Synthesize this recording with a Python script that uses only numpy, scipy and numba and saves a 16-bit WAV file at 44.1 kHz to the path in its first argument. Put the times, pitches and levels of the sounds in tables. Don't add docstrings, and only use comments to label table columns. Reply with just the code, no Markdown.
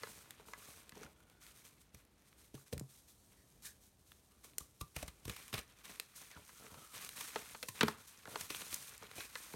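import sys
import numpy as np
from scipy import signal
from scipy.fft import rfft, irfft
from scipy.io import wavfile
from scipy.ndimage import uniform_filter1d
from numba import njit

SR = 44100
rng = np.random.default_rng(int(sys.argv[2]) if len(sys.argv) > 2 else 0)


def output_pcm(signal):
    pcm = np.clip(np.atleast_2d(signal).T, -1, 1) * 32767
    wavfile.write(sys.argv[1], SR, np.round(pcm).astype(np.int16))


N = 421155
AGE = np.arange(SR // 4) / SR


def undb(db):
    return 10 ** (np.asarray(db) / 20)


def unit(x):
    return x / np.sqrt(np.mean(x ** 2))


def blow(x, db, size=176):
    power = uniform_filter1d(x ** 2, size, mode="constant")
    return x * undb(db) / np.sqrt(power.max())


def add(out, s, x):
    i = max(int(s * SR), 0)
    out[i:i + len(x)] += x[:max(N - i, 0)]


def colour(x, points, size=4096):
    hz, db = np.transpose(points)
    grid = np.maximum(np.fft.rfftfreq(size, 1 / SR), 1)
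    outline_db = np.interp(np.log(grid), np.log(hz), db)
    cepstrum = irfft(np.log(undb(outline_db)))
    cepstrum[1:size // 2] *= 2
    cepstrum[size // 2 + 1:] = 0
    response = irfft(np.exp(rfft(cepstrum)))
    return signal.fftconvolve(x, response)[:len(x)]


def walk(rate):
    steps = rng.standard_normal(N // 100)
    return unit(np.interp(np.arange(N) / SR * rate, np.arange(len(steps)), steps))


def curves(table):
    s, *columns = np.transpose(table)
    return [np.interp(np.arange(N) / SR, s, c) for c in columns]


def grains(rate, spread_db, size):
    hit = rng.random(size) < rate / SR
    strength = undb(spread_db * np.minimum(rng.exponential(size=size), 5))
    sign = rng.choice([-1, 1], size)
    return unit(hit * strength * sign + 1e-12)


def ring(hz, t60):
    return np.sin(2 * np.pi * hz * AGE) * np.exp(-np.log(1000) * AGE / t60)


@njit
def resonate(x, hz, q):
    y, band, low = np.empty(len(x)), 0., 0.
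    for i in range(len(x)):
        g = np.tan(np.pi * hz[i] / SR)
        v = (band + g * (x[i] - low)) / (1 + g * (g + 1 / q))
        band, low, y[i] = 2 * v - band, low + 2 * g * v, v
    return y


# (f/Hz, level/dB)
AIR_COLOUR = [(20, -29), (35, -15.5), (52, -1), (90, -7), (200, -12), (330, -15), (550, -20), (1500, -29),
              (5000, -36.5), (15000, -51)]
AIR_DB = -71


def air():
    waver_db = 1.4 * walk(rate=3.3)
    return unit(colour(rng.standard_normal(N), AIR_COLOUR)) * undb(AIR_DB + waver_db)


ROOM_T60_S, ROOM_DB = .26, -16.0206


def room(x):
    decay = np.exp(-np.log(1000) * AGE / ROOM_T60_S)
    tail = rng.standard_normal(len(AGE)) * decay * (AGE > .003)
    tail = colour(tail, [(100, -11.0), (400, -4.0), (1500, -6), (5000, -7.5), (15000, -8.5)])
    tail = tail / np.sqrt(np.sum(tail ** 2))
    return x + undb(ROOM_DB) * signal.fftconvolve(x, tail)[:N]


ATTACK_S, SAG_DB_PER_S, RELEASE_S = 0.013, 14.5, 0.025


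def stroke(start, length, sag):
    age = np.arange(int((length + 8 * RELEASE_S) * SR)) / SR
    swell = 1 - np.exp(-(age / ATTACK_S) ** 2)
    release = np.exp(-np.maximum(age - length, 0) / RELEASE_S)
    gain = swell * undb(-sag * age) * release
    return np.pad(gain, (max(int(start * SR), 0), N))[:N]


def strokes(rows, sag=SAG_DB_PER_S):
    return np.sqrt(sum((undb(db) * stroke(start, length, sag)) ** 2 for start, length, db in rows))


def ticks(pitches, rate, q):
    sizes = (resonate(grains(rate=rate, spread_db=0.5, size=N), np.full(N, 1. * hz), q) for hz in pitches)
    return unit(sum(sizes))


# (t/s, powder level/dB, grit level/dB)
TRICKLE_LEVELS = [(0, -63.5, -62.5), (.22, -64.5, -65), (.36, -72.5, -69.5), (.8, -67, -69.5),
                  (.88, -72.5, -71.5), (1.25, -78.5, -79.5), (1.7, -69.5, -75), (1.9, -83, -81),
                  (2.15, -78.5, -79), (3.2, -71.5, -84.5), (3.98, -76, -85), (4.9, -72, -80),
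                  (5.7, -72.5, -70.5), (6.5, -63.5, -68), (7.5, -59.5, -78), (8.2, -66.5, -67),
                  (8.6, -60, -67), (9.05, -66, -62.5), (9.55, -57.5, -62.5)]
# (start t/s, length t/s, powder level/dB, grit level/dB)
HAND_RUBS = [(0.03, 0.19, -59, -81), (0.448, 0.069, -62, -74), (0.567, 0.18, -60.5, -66),
             (0.94, .11, -64.5, -62), (1.398, .11, -64.5, -68), (1.531, 0.091, -65.5, -70.5),
             (1.632, 0.021, -57, -63), (1.785, 0.029, -66, -75), (1.955, 0.053, -72, -77),
             (2.26, 0.032, -70, -82), (2.367, 0.091, -66.5, -73), (2.55, 0.072, -65, -78),
             (2.655, 0.015, -64, -67.5), (2.88, .12, -64.5, -75), (3.068, 0.035, -63, -76),
             (3.302, 0.03, -71, -71), (3.614, 0.035, -56, -69), (3.641, 0.029, -49, -62.5),
             (3.798, 0.066, -67, -81), (4.05, 0.12, -71, -84), (4.427, 0.025, -56.5, -64),
             (4.575, 0.058, -63, -76), (4.942, 0.11, -59, -59.5), (5.256, 0.25, -58.5, -61.5),
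             (5.524, 0.059, -54.5, -49.5), (5.828, 0.12, -59.5, -59.5), (6.147, .035, -53.5, -65),
             (6.198, 0.044, -59, -61.5), (6.295, 0.071, -80, -62.5), (6.6, 0.41, -72, -68),
             (6.921, 0.14, -54, -55.5), (7.078, .08, -60, -63), (7.152, 0.14, -51, -54.5),
             (7.29, 0.24, -61, -58), (7.739, 0.16, -55, -54), (8.064, 0.012, -51.5, -62),
             (8.276, 0.051, -56, -60), (8.34, 0.11, -52.5, -56.5), (8.484, 0.26, -51.5, -57),
             (8.694, 0.055, -49, -56.5), (8.762, 0.13, -55.5, -66), (8.903, 0.045, -58.5, -61),
             (9.147, 0.11, -53, -58), (9.32, 0.11, -58, -75)]
# (start t/s, length t/s, level/dB)
CRUMB_SPILLS = [(0.0, 0.27, -63.5), (.39, 0.46, -66.5), (.945, .13, -57.5), (1.1, 0.36, -71.5),
                (2.55, 0.3, -71.5), (3.315, 0.018, -81), (5.86, .07, -67), (6.35, 0.031, -55.5),
                (6.59, .25, -63), (7.87, 0.11, -62), (8.26, 0.11, -57.5), (9.0, 0.045, -61)]
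# (f/Hz, level/dB)
POWDER_COLOUR = [(1500, -46.5), (3000, -6.5), (4000, -1.5), (4800, -4), (6300, 0.5), (7300, -2), (9000, 2),
                 (10400, -3), (11800, -1), (13500, -4), (15600, -10)]
GRIT_COLOUR = [(400, -18), (780, -4.5), (1080, 5), (1500, 3.5), (1950, 4), (2450, 5.5), (2900, 0.5),
               (3700, 0.5), (5000, -6), (9000, -41.5)]
CRUMB_COLOUR = [(40, -22), (80, 3.5), (135, 6), (220, 5.5), (340, -1.5), (450, 2.5), (700, 0), (1050, -5),
                (1600, -20), (3000, -60)]
SHED_DB = -8.5


def grinding(stray_db=-7, clatter_db=-6, catch_db=3.0):
    powder_db, grit_db = curves(TRICKLE_LEVELS)
    powder_gain = np.hypot(undb(powder_db), strokes((s, length, db) for s, length, db, _ in HAND_RUBS))
    grit_gain = np.hypot(undb(grit_db), strokes((s, length, db) for s, length, _, db in HAND_RUBS))
    crumb_gain = np.hypot(undb(SHED_DB) * grit_gain, strokes(CRUMB_SPILLS))
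    grit_share = grit_gain / np.hypot(grit_gain, powder_gain)
    slip = undb(catch_db * walk(rate=60) * grit_share)
    fractures = grains(rate=1400, spread_db=5.5, size=N)
    dust = grains(rate=14000, spread_db=2.5, size=N)
    grit_grains = grains(rate=2000, spread_db=1.5, size=N)
    powder = unit(colour(dust + 0.4 * fractures, POWDER_COLOUR))
    grit = unit(colour(0.25 * fractures + grit_grains, GRIT_COLOUR))
    crumbs = unit(colour(grains(rate=450, spread_db=3.5, size=N), CRUMB_COLOUR))
    grit = unit(grit + undb(stray_db) * ticks((1320, 2270, 3080, 6030), rate=12, q=5.2))
    crumbs = unit(crumbs + undb(clatter_db) * ticks((310, 435, 960, 1420), rate=14, q=9.3))
    return slip * (powder * powder_gain + grit * grit_gain + crumbs * crumb_gain)


# (start t/s, length t/s, first f/Hz, last f/Hz, level/dB)
SKIN_SQUEAKS = [(0.51, .2, 1180, 1110, -71), (1.134, 0.32, 1380, 1490, -79), (3.35, 0.083, 1890, 1890, -79),
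                (3.633, 0.041, 1800, 1720, -60.5), (4.304, 0.022, 1200, 1160, -71),
                (4.43, 0.044, 1150, 1140, -74), (4.588, .015, 1150, 1150, -69),
                (5.31, 0.086, 2210, 2320, -65), (6.298, .07, 2160, 1430, -66),
                (6.542, .39, 1335, 1280, -66.5), (8.485, 0.071, 2480, 2450, -56),
                (9.168, 0.053, 2510, 2480, -56)]
SQUEAK_Q, SQUEAK_WOBBLE, SQUEAK_FLUTTER_DB = 16., .015, 1.2


def squeaks(overtone=2.4, overtone_db=-8):
    points = []
    for s, length, first_hz, last_hz, _ in SKIN_SQUEAKS:
        points += [(s, first_hz), (s + length, last_hz)]
    glide_hz, = curves(points)
    pitch = glide_hz * np.exp(SQUEAK_WOBBLE * walk(rate=25))
    grit = grains(rate=4000, spread_db=2.0, size=N)
    low = unit(resonate(colour(grit, GRIT_COLOUR), pitch, SQUEAK_Q))
    high = unit(resonate(grit, overtone * pitch, SQUEAK_Q))
    hollow = unit(low + undb(overtone_db) * high)
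    gain = strokes([(s, length, db) for s, length, _, _, db in SKIN_SQUEAKS], sag=0)
    return hollow * undb(SQUEAK_FLUTTER_DB * walk(rate=36)) * gain


# (t/s, level/dB, f/Hz)
JOLTS = [(1.051, -56, 69), (1.944, -53.5, 67.6), (2.545, -50, 136.5), (2.732, -43, 131), (2.736, -42, 71),
         (2.771, -43.5, 62.4), (2.812, -43.5, 133), (4.61, -50.5, 55.7), (4.815, -41, 56.7),
         (4.966, -42.5, 59.3), (5.033, -42.5, 52.5), (5.082, -49, 59), (5.258, -45, 60.3),
         (5.28, -44.5, 60.7), (5.298, -46, 61), (5.532, -49, 111), (5.541, -43, 98), (5.582, -46.5, 55.6),
         (6.366, -52, 68), (6.72, -56.5, 81.5), (7.689, -52.5, 103), (8.409, -56, 89), (9.54, -52, 124)]
THUMP_T60_S_PER_HZ = 0.0014


def thumps(stiffening=3.23, relax_s=0.0018, flesh_db=-9, flesh_s=0.012):
    out = np.zeros(N)
    flesh_colour = [(40, -6), (130, 12), (280, -6), (600, -35.0), (2000, -44)]
    for s, db, hz in JOLTS:
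        t60 = THUMP_T60_S_PER_HZ * hz
        turns = hz * (AGE + stiffening * relax_s * (1 - np.exp(-AGE / relax_s)))
        swing = np.sin(2 * np.pi * turns) * np.exp(-np.log(1000) * AGE / t60)
        flesh = colour(rng.standard_normal(len(AGE)) * np.exp(-AGE / flesh_s), flesh_colour)
        add(out, s - .0005, blow(swing, db) + blow(flesh, db + flesh_db))
    return out


# (f/Hz, level/dB, t60 t/s)
SLAB_MODES = [(87, -3, 0.33), (152, -2, 0.13), (222.6, 1, 0.21), (301, 4.5, 0.039), (431.4, 11, 0.059),
              (507, 9.5, 0.027), (615, 5, 0.014), (637, 2, 0.069), (905, 8, 0.03), (1074, -3.5, 0.055),
              (1296, -4, 0.073), (1462, -7.5, 0.042), (1410, 0, 0.02), (1605, 11.5, 0.0097),
              (1705, -2, 0.07), (1985, 8, 0.03), (2185, -7, 0.022), (2760, 15, 0.0078), (3320, -8, 0.048),
              (3230, -6, 0.013), (3780, 7, 0.026), (4360, -5, 0.02)]


def heap(centre_hz, octaves):
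    out = np.zeros(len(AGE))
    for k, (hz, db, t60) in enumerate(SLAB_MODES):
        nearness = np.exp(-(np.log2(hz / centre_hz) / octaves) ** 2 / 2)
        out += (-1) ** k * undb(db) * nearness * ring(hz, t60)
    return out


# (t/s, clack level/dB, thud level/dB, thud f/Hz, clack f/Hz, contact decay t/s)
LUMP_KNOCKS = [(0.034, -37, -49.5, 483, 1500, 0.0022), (0.0706, -51, -71, 150, 1378, 0.003),
               (0.3972, -59, -57.5, 430, 899, 0.0037), (0.4842, -54, -61, 480, 1070, 0.003),
               (0.5353, -41, -78, 480, 1610, 0.0015), (0.9213, -51, -56, 147, 1810, 0.0023),
               (0.9705, -59, -52.5, 441, 1162, 0.003), (1.0132, -63, -52, 425, 1480, 0.0038),
               (6.492, -54, -68, 161, 1410, 0.0048), (6.6653, -54, -62, 242, 2336, 0.0027),
               (6.7424, -52.5, -79, 366, 990, 0.003), (7.3592, -33.5, -41, 420, 890, 0.005),
               (7.5481, -44.5, -59, 226, 960, 0.0057), (7.8093, -22, -36, 209, 2840, 0.0066),
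               (7.8304, -30, -25, 223, 1050, 0.0046), (7.8827, -28.5, -40.5, 231, 1060, 0.0033),
               (8.255, -46.5, -61, 480, 1523, 0.0022), (8.275, -47.5, -64, 139, 845, 0.0018),
               (8.3574, -35.5, -47.5, 446, 900, 0.0048), (9.0256, -48, -57, 242, 880, 0.003),
               (9.3548, -35, -75, 333, 1650, 0.0026), (9.538, -48.5, -47.5, 392, 940, 0.0027)]
# (f/Hz, level/dB)
CLACK_COLOUR = [(250, -36), (500, 3), (740, -6.5), (950, 5.5), (1400, 10), (2100, 1), (3000, 1.5),
                (4400, -2), (5200, -46), (9000, -52)]
CHIP_COLOUR = [(3000, 3), (5200, 7), (7500, 3), (10000, -1.5), (15500, -13)]
CHIP_DB, CHIP_DB_PER_OCTAVE = -13, 1


def knocks(front=6.7, crack_db=-3.5, ring_db=-4, scatter=0.029, scatter_s=0.09):
    out = np.zeros(N)
    for s, clack_db, thud_db, thud_hz, clack_hz, decay in LUMP_KNOCKS:
        chip_db = clack_db + CHIP_DB + CHIP_DB_PER_OCTAVE * np.log2(clack_hz / 1000)
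        contact = rng.standard_normal(len(AGE))
        contact[0] += front
        fade = np.exp(-AGE / decay) + scatter * np.exp(-AGE / scatter_s)
        crack = colour(contact * fade, CLACK_COLOUR)
        chips = colour(contact * np.exp(-AGE / (0.71 * decay)), CHIP_COLOUR)
        clack = blow(crack, clack_db + crack_db) + blow(heap(clack_hz, octaves=0.44), clack_db + ring_db)
        thud = blow(heap(thud_hz, octaves=0.74), thud_db)
        add(out, s, clack + blow(chips, chip_db) + thud)
    return out


# (t/s, crack level/dB, splinter level/dB)
BRITTLE_SNAPS = [(0.3074, -51, -50), (0.894, -55, -53.5), (1.2045, -75, -71), (1.2993, -66, -65.5),
                 (1.466, -58.8, -60), (2.051, -78, -69), (2.329, -63.9, -84),          (2.7792, -53, -50),
                 (2.7964, -56.5, -47), (4.1186, -55.5, -65), (4.535, -66, -77), (4.5828, -46, -34),
                 (5.4807, -57, -56), (5.9987, -39, -40), (7.0478, -51, -46), (7.0912, -47, -47.5),
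                 (7.6285, -42, -45), (7.8318, -29.5, -51), (7.8819, -42, -51), (8.548, -40.5, -51),
                 (8.7431, -51, -35), (8.827, -59, -52.5), (8.9788, -72, -52.5), (9.114, -49, -73)]
# (f/Hz, level/dB)
CRACK_COLOUR = [(80, -43), (250, -2), (450, 7.5), (780, -2), (1250, 7.5), (2400, 10), (4000, 8.5),
                (5200, -4), (7500, -7)]
SPLINTER_COLOUR = [(2500, -66), (4200, -5), (5000, -3.5), (6800, 2), (8900, 3), (10300, -2), (12000, -0.5),
                   (15500, -12)]
SNAP_DECAY_S = 0.002


def snaps(echo_s=0.0019, echo=0.27, front=6.3):
    out = np.zeros(N)
    for s, crack_db, splinter_db in BRITTLE_SNAPS:
        burst = rng.standard_normal(len(AGE)) * np.exp(-AGE / SNAP_DECAY_S)
        burst[0] += front
        burst[int(echo_s * SR)] -= front * echo
        crack = blow(colour(burst, CRACK_COLOUR), crack_db)
        splinters = blow(colour(burst, SPLINTER_COLOUR), splinter_db)
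        add(out, s, crack + splinters)
    return out


# (t/s, grit level/dB, powder level/dB,
# hollow level/dB, hollow f/Hz)
PALM_CRUNCHES = [(1.945, -60.5, -56, -66, 620), (2.542, -65, -59, -48, 416), (2.55, -59.5, -57, -63, 620),
                 (2.575, -71, -70, -62, 1200), (2.726, -47.5, -49.5, -43, 475), (2.732, -66, -47, -42, 465),
                 (4.442, -62.5, -56, -73, 1110), (4.604, -65, -52.5, -56.5, 1180),
                 (4.81, -50.5, -44.5, -46, 1164), (4.963, -42.5, -43.5, -47, 670),
                 (5.026, -47, -46.5, -42.5, 626), (5.079, -50.5, -49, -65, 550),
                 (5.252, -53.5, -49, -55, 1060), (5.278, -50.5, -51, -46, 436), (5.295, -42, -45, -50, 483),
                 (5.363, -50.5, -51.5, -78, 1399), (5.528, -44.5, -48.5, -61, 662),
                 (5.539, -39, -43, -42.5, 624), (5.578, -43, -48, -57, 1250), (5.588, -46, -47, -49, 450),
                 (7.208, -46.5, -44, -50, 1200), (7.63, -44.5, -47, -47, 500), (7.685, -45, -41, -48, 1090),
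                 (8.409, -47, -41, -56, 1020), (8.502, -40.5, -44.5, -45.5, 413),
                 (8.617, -45.5, -62, -53, 470), (8.727, -47, -48, -53, 425), (9.181, -52, -55, -48, 483),
                 (9.204, -43, -61, -53, 1115)]
CRUNCH_SWELL_S = .003
HOLLOW_REF_HZ = 720


def crunches(hollow_t60=0.016, spill=0.29, spill_s=0.019, creak_db=-14, creak_s=0.0064):
    out = np.zeros(N)
    u = AGE / CRUNCH_SWELL_S
    swell = u ** 2 * np.exp(2 * (1 - u)) + spill * np.minimum(u, 1) * np.exp(-AGE / spill_s)
    for s, grit_db, powder_db, hollow_db, hollow_hz in PALM_CRUNCHES:
        burst = grains(rate=6800, spread_db=0.5, size=len(AGE)) * swell
        cavity = ring(hollow_hz, hollow_t60 * hollow_hz / HOLLOW_REF_HZ)
        hollow = blow(signal.fftconvolve(burst, cavity)[:len(AGE)], hollow_db)
        grit = blow(colour(burst, GRIT_COLOUR), grit_db)
        powder = blow(colour(burst, POWDER_COLOUR), powder_db)
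        add(out, s - .0008, grit + powder + hollow)
        first = grains(rate=6000, spread_db=3.5, size=len(AGE))
        creak = first * np.exp((AGE - AGE[-1]) / creak_s)
        add(out, s - AGE[-1], blow(colour(creak, POWDER_COLOUR), powder_db + creak_db))
    return out


def scene():
    chalk = grinding() + squeaks() + thumps() + knocks() + snaps() + crunches()
    return (air() + room(chalk))[None]


TOP_HZ = 16050


def record(dry):
    thin = signal.sosfilt(signal.butter(2, 34, "high", fs=SR, output="sos"), dry)
    return signal.sosfilt(signal.ellip(10, .2, 70, TOP_HZ, fs=SR, output="sos"), thin)


dry = scene()
out = record(dry)
output_pcm(out)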